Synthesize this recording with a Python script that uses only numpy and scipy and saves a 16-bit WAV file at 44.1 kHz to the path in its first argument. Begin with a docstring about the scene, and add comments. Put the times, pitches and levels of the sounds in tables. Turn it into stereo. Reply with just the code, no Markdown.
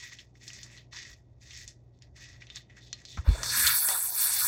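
"""A tin clockwork toy is wound in short rasping strokes beside a camera whose microphones are covered.
The camera is lifted with a double thump; with the ports free the gears whirr as a loud bright hiss.
Rasp and whirr are dense random tooth contacts coloured by the tin; clicks are short noise plus tin tones;
thumps are brief low sines. A faint low tone swells once; mains hum, rumble and room tone lie underneath."""
import sys
import numpy as np
from scipy import signal
from scipy.fft import rfft, irfft, next_fast_len
from scipy.io import wavfile

SR = 44100
rng = np.random.default_rng(int(sys.argv[2]) if len(sys.argv) > 2 else 0)


def ratio(d):
    """dB to gain"""
    e = np.asarray(d, float) / 20
    return 10 ** e


def dump(signal):
    """Clip the signal to [-1, 1] and save it as 16-bit WAV at the path in sys.argv[1]."""
    limited = np.clip(np.atleast_2d(signal).T, -1, 1)
    pcm = np.round(limited * 32767).astype(np.int16)
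    wavfile.write(sys.argv[1], SR, pcm)


N = 197347
SIZE = next_fast_len(N)
HZ = np.fft.rfftfreq(SIZE, 1 / SR)
TIME = np.arange(N) / SR


def in_time(rows):
    """Reads the columns of a curve table, sample by sample."""
    s, *columns = np.transpose(rows)
    return [np.interp(TIME, s, column) for column in columns]


def at_hz(points):
    """Reads a spectrum table at every frequency bin, on a log axis."""
    hz, value = np.transpose(points)
    return np.interp(np.log(HZ + 1), np.log(hz), value)


def rms_one(x):
    """Scales a sound to rms 1."""
    return x / np.sqrt(np.mean(x ** 2))


def drift(rate_hz):
    """Slow chance with spread 1, drawn at every 32nd sample."""
    r = np.exp(-64 * np.pi * rate_hz / SR)
    draws = rng.standard_normal(N // 32 + 1002)
    slow = signal.lfilter([1], [1, -2 * r, r * r], draws)[1000:]
    return np.interp(np.arange(N) / 32, np.arange(len(slow)), slow / np.std(slow))


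def band(spectra, low_hz, high_hz):
    """Turns one band of a stereo spectrum back into sound."""
    skirt = 1 / np.sqrt((1 + (low_hz / (HZ + 1)) ** 16) * (1 + (HZ / high_hz) ** 16))
    return irfft(spectra * skirt, SIZE)[:, :N]


def ports(common, own, alike, lead):
    """Two microphone ports hear a shared wave, turned in phase, and a part of their own."""
    share = np.clip(at_hz(alike), 0, 1)
    hz, radians = np.transpose(lead)
    turn = np.exp(.5j * np.interp(HZ, hz, radians) * np.array([[1], [-1]]))
    return np.sqrt(share) * turn * rfft(common, SIZE) + np.sqrt(1 - share) * rfft(own, SIZE)


def swells(rows, idle_db=-120):
    """Level in dB of strokes that bite, swell to a peak, sag as slowly and die; powers add to an idle level."""
    swell_db_per_s, release_db_per_s = 86, 282
    onset_s, onset_from_db = 0.01, -24.5
    power = ratio(2 * idle_db)
    for s, length, peak_db, place in rows:
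        end = s + length
        sag_db = -swell_db_per_s * np.abs(np.minimum(TIME, end) - s - place * length)
        bite_db = np.interp(TIME, [s - onset_s, s + onset_s], [onset_from_db, 0], left=-200)
        release_db = -release_db_per_s * np.maximum(TIME - end, 0)
        power = power + ratio(2 * (peak_db + sag_db + bite_db + release_db))
    return 10 * np.log10(power)


def clockwork(levels_db, bands, colour, hollows, alike, lead, per_s, spread_db, flutter_db, patchy_db, burst_db):
    """Dense tooth contacts of uneven size ring the tin; each frequency band follows its own level."""
    sizes = ratio(spread_db * np.minimum(rng.exponential(1, (3, N)), 5)) * rng.choice([-1, 1], (3, N))
    teeth = sizes * (rng.random((3, N)) < per_s / SR)
    body = 1 + sum(ratio(db) / (1 + (2 * (HZ - hz) / width) ** 2) for hz, width, db in hollows)
    # many close modes of the sheet make the colour ragged in steps of about 70 Hz
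    ragged = ratio(2.6 * np.interp(HZ / 70, np.arange(400), rng.standard_normal(400)))
    spectra = ratio(at_hz(colour)) * body * ragged * ports(teeth[0], teeth[1:], alike, lead)
    # the train stumbles, and teeth come in bursts
    shared_db = flutter_db * np.tanh(drift(29)) + burst_db * np.tanh(drift(380))
    out = 0
    for level_db, low, high in zip(levels_db, bands, bands[1:]):
        edges = np.geomspace(low, high, 4)
        # the strips of a band drift by chance while their sum stays even
        parts = [band(spectra, *pair) for pair in zip(edges, edges[1:])]
        gains = [ratio(patchy_db * drift(13.2)) for part in parts]
        power = sum(gain ** 2 * np.mean(part ** 2) for gain, part in zip(gains, parts))
        strips = sum(gain * part for gain, part in zip(gains, parts)) / np.sqrt(power)
        out = out + ratio(level_db + shared_db) * rms_one(strips)
    return out


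# Turns of the key. Each row: start in seconds, length in seconds, level of the teeth in dB,
# place of the peak along the stroke (0-1), tin body in dB against the teeth.
KEY_TURNS = [(-0.03, 0.12, -46, 0.53, -1), (0.11, 0.025, -48, 0.3, -2), (0.182, 0.012, -50.5, 0.3, -4.5),
             (0.345, 0.035, -68, 0.3, -2), (0.402, 0.09, -53.5, 0.7, -3), (0.491, 0.17, -47, 0.41, -5),
             (0.631, 0.15, -55.5, 0.88, 1.5), (0.921, 0.21, -42.5, 0.25, -2.5),
             (1.405, 0.23, -44.5, 0.75, -6.5), (1.668, 0.021, -56, 0.2, -2.5),
             (2.012, 0.012, -67, 0.4, 4.5), (2.154, 0.2, -51, 0.46, -0.5), (2.401, 0.035, -56, 0.5, 0.5),
             (2.48, 0.064, -60, 0.5, 0.5), (2.55, 0.012, -52, 0.3, 3), (2.694, 0.078, -68.5, 0.04, 10.5),
             (2.761, 0.015, -56.5, 0.5, 1), (2.922, 0.13, -59, 0.67, -1), (3.164, 0.11, -55, 0.06, -1)]
# Fingers rubbing on the tin, a narrower rasp. 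Each row: start in seconds, length in seconds,
# level of the rasp in dB, place of the peak (0-1).
FINGER_RUBS = [(1.93, 0.04, -79.5, 0.4), (2.54, 0.037, -50, 0.26), (2.80, 0.15, -58, 0.5),
               (3.068, 0.082, -50.5, 0.75)]
# Colour of the covered clockwork. Each row: frequency in Hz, relative level in dB.
COVERED_COLOUR = [(700, -15.5), (1250, -28), (1900, -20), (2600, -19.5), (3500, -6), (4500, -3.5),
                  (5800, -4), (7200, -9), (8200, -16.5), (9300, -31), (11000, -32), (15500, -33)]
# Hollows that sing in the rasp. Each row: frequency in Hz, width in Hz, strength in dB.
COVERED_SINGING = [(1930, 120, 12.5), (2500, 200, 0), (3600, 250, 4)]
# Sound common to both covered ports. Each row: frequency in Hz, share of the power (0-1).
COVERED_SHARE = [(700, 0.39), (2000, 0.54), (4000, 0.28), (7000, 0.2), (9000, 0.87)]
# Lead of the left covered port over the right. Each row: frequency in Hz, phase in radians.
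COVERED_PHASE = [(0, 0), (1200, -3.0), (2000, 0), (4000, 2.0), (5500, 3.1), (8000, 3.6), (10000, 3.2),
                 (11300, 6.3), (13000, 9.4), (14700, 12.6), (16400, 15.7)]


def winding():
    """Turns and rubs drive three bands of the clockwork: tin body, rasp and teeth."""
    turn_rasp_db, rasp_with_tin = -12, 0.41  # rasp against teeth; share of the tin's lead it takes
    rub_tin_db, rub_teeth_db = -11, -2  # both against the rasp of a rub
    tin, rasp, teeth = [], list(FINGER_RUBS), []
    for s, length, db, place, tin_db in KEY_TURNS:
        tin.append((s, length, db + tin_db, place))
        rasp.append((s, length, db + turn_rasp_db + rasp_with_tin * tin_db, place))
        teeth.append((s, length, db, place))
    for s, length, db, place in FINGER_RUBS:
        tin.append((s, length, db + rub_tin_db, place))
        teeth.append((s, length, db + rub_teeth_db, place))
    # the wound spring creeps between turns, at the idle levels
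    levels_db = [swells(tin, -87), swells(rasp, -94), swells(teeth, -87)]
    return clockwork(levels_db, [1000, 2600, 4500, 17000], COVERED_COLOUR, COVERED_SINGING,
                     COVERED_SHARE, COVERED_PHASE,
                     per_s=6000, spread_db=4.0, flutter_db=1.8, patchy_db=4.0, burst_db=-0.9)


# The gears running. Each row: time in seconds, hiss in dB, freedom of the tin in the hand (its ring in dB
# against the hiss), gear side turned to the ports (teeth in dB against the hiss).
GEAR_RUN = [(3.24, -69.5, 17, 9), (3.27, -60.5, 17.5, 8.5), (3.32, -57.5, 17.5, 11),
            (3.42, -59.5, 19.5, 17), (3.44, -45.5, 9, 12), (3.49, -40, 1.5, 11), (3.54, -35, 6.5, 6.5),
            (3.58, -24, -3.5, -4.5), (3.66, -22.5, -0.5, -5), (3.7, -23.5, 0.5, -5.5),
            (3.75, -21, -9.5, -8), (3.8, -24, -16.5, -10.5), (3.86, -22.5, -12.5, -16),
            (3.9, -25.5, -11.5, -9), (3.95, -27, -7, -12), (4.0, -26, -17, -18), (4.07, -28.5, -15.5, -12),
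            (4.13, -32, -21, -8.5), (4.17, -26.5, -13, -10), (4.22, -20.5, -12.5, -9.5),
            (4.3, -26, -10, -8.5), (4.38, -24.5, -8, -5), (4.47, -24, -7, -8)]
# The toy is set on the floor. Each row: start in seconds, length in seconds, level in dB, place of the peak (0-1).
TOY_SET_DOWN = [(3.884, 0.066, -39, 0.26)]
# Colour with the ports free. Each row: frequency in Hz, relative level in dB.
FREE_COLOUR = [(400, -25), (700, -26.5), (1000, -18.5), (1600, -22), (2800, -11), (3600, -2.5),
               (4200, -5.5), (5000, -14.5), (6500, -8), (7700, -16), (8200, -7.5), (10000, -7.5),
               (12000, -7), (15500, -10)]
# Hollows that sing in the whirr. Each row: frequency in Hz, width in Hz, strength in dB.
FREE_SINGING = [(900, 250, 1), (1650, 230, 9), (3600, 300, 0), (4500, 300, 1)]
# Sound common to both free ports. Each row: frequency in Hz, share of the power (0-1).
FREE_SHARE = [(700, .65), (1500, .9), (2300, .7), (3000, .9), (4000, .6), (5000, .6), (6500, .8),
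              (8500, .95)]
# Lead of the left free port over the right. Each row: frequency in Hz, phase in radians.
FREE_PHASE = [(0, 0), (900, -.7), (1400, -1.9), (1800, -2.5), (2400, -3.3), (4000, -3.3), (4700, -5.3),
              (6200, -4.0), (6500, -3.1), (8050, 0), (18250, 18.85)]


def gear_whirr():
    """The hiss escapes freely; grip and facing set tin body, rasp and teeth against it; the floor sounds along."""
    hiss_db, freedom_db, facing_db = in_time(GEAR_RUN)
    # the rasp is set low, a little lower towards the end
    rasp_trim_db, = in_time([(-1.33, 0), (9.27, -48)])
    # it follows only a part of grip and facing
    rasp_db = hiss_db + 8 + 0.63 * (freedom_db + facing_db) + rasp_trim_db
    scrape = [(s, length, db + 2, place) for s, length, db, place in TOY_SET_DOWN]
    levels_db = [swells(TOY_SET_DOWN, -53.5), hiss_db + freedom_db, swells(scrape, rasp_db),
                 hiss_db + facing_db, hiss_db]  # wood, tin, rasp, teeth, hiss
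    return clockwork(levels_db, [400, 1200, 2600, 4500, 7800, 17000], FREE_COLOUR, FREE_SINGING,
                     FREE_SHARE, FREE_PHASE,
                     per_s=12000, spread_db=3.0, flutter_db=0.36, patchy_db=6.5, burst_db=1.0)


# Pawl clicks and knocks on the tin. Each row: time in seconds, level in dB, centre in Hz,
# tail in dB against the tick, time in seconds for the tail to fall 60 dB.
PAWL_CLICKS = [(0.121, -48, 1960, 0, 0.08), (0.187, -48.5, 3180, 3, 0.11), (0.354, -54, 1890, -12, 0.059),
               (0.413, -57, 1950, -24, 0.08), (0.479, -35.5, 5230, -2, 0.074),
               (0.503, -42.5, 2400, -10, 0.069), (0.532, -42, 6230, -3, 0.097),
               (0.631, -41.5, 5800, 0, 0.098), (0.775, -44.5, 3640, -6, 0.17),
               (0.931, -48, 1940, -15, 0.08), (1.508, -42.5, 2900, -8.5, 0.17),
               (1.678, -36.5, 5740, -8, 0.15), (1.989, -63.5, 5660, -27, 0.086),
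               (2.022, -53, 4470, -4, 0.13), (2.163, -56, 6000, 0, 0.13), (2.42, -45.5, 2190, -2, 0.071),
               (2.469, -54, 3270, -3, 0.12), (2.501, -35.5, 3450, -14, 0.1), (2.559, -35, 5500, -1, 0.02),
               (2.566, -45, 3940, 5.5, 0.077), (2.698, -54, 1950, -9, 0.056),
               (2.769, -49.5, 1650, -3, 0.12), (2.929, -32, 4100, -9.5, 0.094),
               (3.052, -38.5, 4700, -8.5, 0.15), (3.173, -35.5, 1130, 3, 0.096),
               (3.263, -43, 1120, 0.5, 0.43), (3.432, -25, 4930, -9, 0.12),
               (3.668, -26.5, 4230, 5.5, 0.076), (3.675, -25, 4180, 3, 0.047)]
# Dull low knocks. Each row: the same columns as the clicks.
DULL_KNOCKS = [(0.929, -46, 1160, -4, 0.14), (3.289, -34.5, 373, -5.5, 0.46), (3.349, -35, 630, -3.5, 0.13),
               (3.387, -32, 574, -11, 0.6), (3.433, -31, 1150, -4, 0.07), (3.888, -21, 1010, -23, 0.72)]
# Ringing modes of the tin. 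Each row: frequency in Hz, relative level in dB, seconds to fall 60 dB.
TIN_MODES = [(1220, -5, 0.23), (1950, 0, 0.051), (2610, -10, 0.071), (3614, 0, 0.084), (4220, 5, 0.084),
             (5420, 20.5, 0.0059), (5980, 20, 0.019), (6810, 12, 0.022)]


def clicks():
    """Each click is a dry tick and a dying rattle round its own centre, plus the modes of the tin."""
    out = np.zeros((3, N))
    t = np.arange(SR // 5) / SR
    for s, peak_db, hz, tail_db, t60 in PAWL_CLICKS + DULL_KNOCKS:
        tick_and_tail = ratio(-60 * t / 0.0035) + ratio(tail_db - 60 * t / max(t60, .01))
        blow = rng.standard_normal((3, len(t))) * tick_and_tail
        w, r = 2 * np.pi * hz / SR, np.exp(-np.pi * .55 * hz / SR)
        b, a = (1 - r * r) / 2 * np.array([1, 0, -1]), [1, -2 * r * np.cos(w), r * r]
        once = signal.lfilter(b, a, blow)
        # twice through the resonance: steep flanks
        sound = 5.86 * (signal.lfilter(b, a, once) + .12 * once)
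        for (mode_hz, mode_db, mode_t60), chance in zip(TIN_MODES, rng.standard_normal(len(TIN_MODES))):
            # a blow rings weaker the modes far from its own centre, 3 dB per octave
            off_centre_db = 3 * abs(np.log2(mode_hz / hz))
            ring_db = mode_db - 20.5 - off_centre_db + 7.9 * chance - 60 * t / mode_t60
            sound += ratio(ring_db) * np.sin(2 * np.pi * mode_hz * t)
        # a high-pass keeps each click free of lows
        sound = signal.sosfilt(signal.butter(2, 0.3 * hz, "high", fs=SR, output="sos"), sound)
        i = round(s * SR)
        out[:, i:i + len(t)] += ratio(peak_db) * sound[:, :N - i]
    # most of the top is held back
    dull = signal.sosfilt(signal.butter(6, 7800, fs=SR, output="sos"), out)
    out = dull + ratio(-14.5) * (out - dull)
    return irfft(ports(out[0], out[1:], COVERED_SHARE, COVERED_PHASE), SIZE)[:, :N]


# Thumps through the camera body. 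Each row: start in seconds, level in dB, pitch in Hz,
# rise in seconds, fall in seconds.
BODY_THUMPS = [(3.173, -37.5, 187, 0.0015, 0.013), (3.183, -24, 74.5, 0.0095, 0.026),
               (3.261, -41.5, 567, 0.0049, 0.014), (3.271, -9, 62.2, 0.021, 0.018),
               (3.285, -28, 223, 0.0045, 0.014), (3.29, -28, 151, 0.0042, 0.02),
               (3.3075, -18, 54.5, 0.0039, 0.056), (3.36, -39.5, 47, 0.025, 0.073),
               (3.58, -41, 62, 0.02, 0.022), (3.635, -38, 68, 0.026, 0.032)]


def thumps():
    """The camera body swings briefly as a sine, swelling and dying."""
    out = np.zeros((2, N))
    lead = np.array([[.15], [-.15]])  # radians: the shock reaches the left port first
    for s, peak_db, hz, rise, fall in BODY_THUMPS:
        t = TIME - s
        swell = np.sin(np.interp(t, [0, rise, rise + fall], [0, np.pi / 2, np.pi])) ** 2
        out += ratio(peak_db) * swell * np.sin(2 * np.pi * hz * t + lead)
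    return out


# A faint low tone as the whirr starts. Each row: start in seconds, length in seconds, level in dB,
# place of the peak (0-1).
LOW_TONE_SWELL = [(3.56, 0.064, -52, 0.38)]


def low_tone():
    """A sine near 225 Hz that wavers a little in pitch, swelling once."""
    pitch_hz = 225 + 3.0 * drift(15)
    return ratio(swells(LOW_TONE_SWELL)) * np.sqrt(2) * np.sin(2 * np.pi * np.cumsum(pitch_hz) / SR)


# Level of the low room tone and rumble over time. Each row: time in seconds, level in dB that tone and hum
# both follow, rumble in dB.
ROOM_LEVELS = [(0, -59, -72.5), (0.6, -54.5, -70), (1.4, -58, -57.5), (3.1, -54.5, -80), (3.45, -47, -62),
               (3.67, -53.5, -62), (3.95, -64, -66), (4.47, -56, -81)]
# Colour of the room. Each row: frequency in Hz, relative level in dB.
ROOM_SPECTRUM = [(15, -64), (25, -53), (43, -6.5), (90, -6.5), (124, -11), (193, -18.5), (266, -21),
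                 (366, -20), (480, -28), (517, -25.5), (614, -23), (2500, -60.5), (9000, -75), (11700, -99),
                 (19800, -120)]
# Room sound common to both ports. Each row: frequency in Hz, share of the power (0-1).
ROOM_SHARE = [(60, 0.95), (130, 0.74), (290, 0.74), (700, 0), (3000, 0)]
# Mains hum. Each row: frequency in Hz, level in dB against the level that tone and hum follow.
MAINS_HUM = [(60, -8), (120, -4)]


def room():
    """Coloured noise gives rumble and room tone; slightly wavering sines give the mains hum."""
    tone_db, rumble_db = in_time(ROOM_LEVELS)
    white = rng.standard_normal((3, N))
    spectra = ratio(at_hz(ROOM_SPECTRUM)) * ports(white[0], white[1:], ROOM_SHARE, [(0, 0), (SR, 0)])
    hum = sum(ratio(db + 2.43 * drift(11)) * np.sqrt(2) * np.sin(2 * np.pi * hz * TIME) for hz, db in MAINS_HUM)
    rumble = ratio(rumble_db + 5.5 * drift(3.9)) * rms_one(band(spectra, 25, 94))
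    tone = ratio(-5.0) * rms_one(band(spectra, 98.4, 12000))
    return rumble + ratio(tone_db) * (tone + hum)


def scene():
    """Winding gives way to the free whirr as the camera is lifted."""
    free, = in_time([(0, 0), (3.24, 0), (3.27, 1), (5, 1)])
    toy = np.sqrt(1 - free) * winding() + np.sqrt(free) * gear_whirr()
    return toy + clicks() + thumps() + low_tone() + room()


def low_pass(x):
    """Removes everything above the highest recorded frequency."""
    return signal.sosfilt(signal.butter(12, 16650, fs=SR, output="sos"), x)


def record(dry):
    """A steep low-pass takes away the sound above 15.8 kHz."""
    mix = signal.sosfilt(signal.ellip(10, .5, 70, 15800, fs=SR, output="sos"), dry)
    return low_pass(mix)


dry = scene()
out = record(dry)
dump(out)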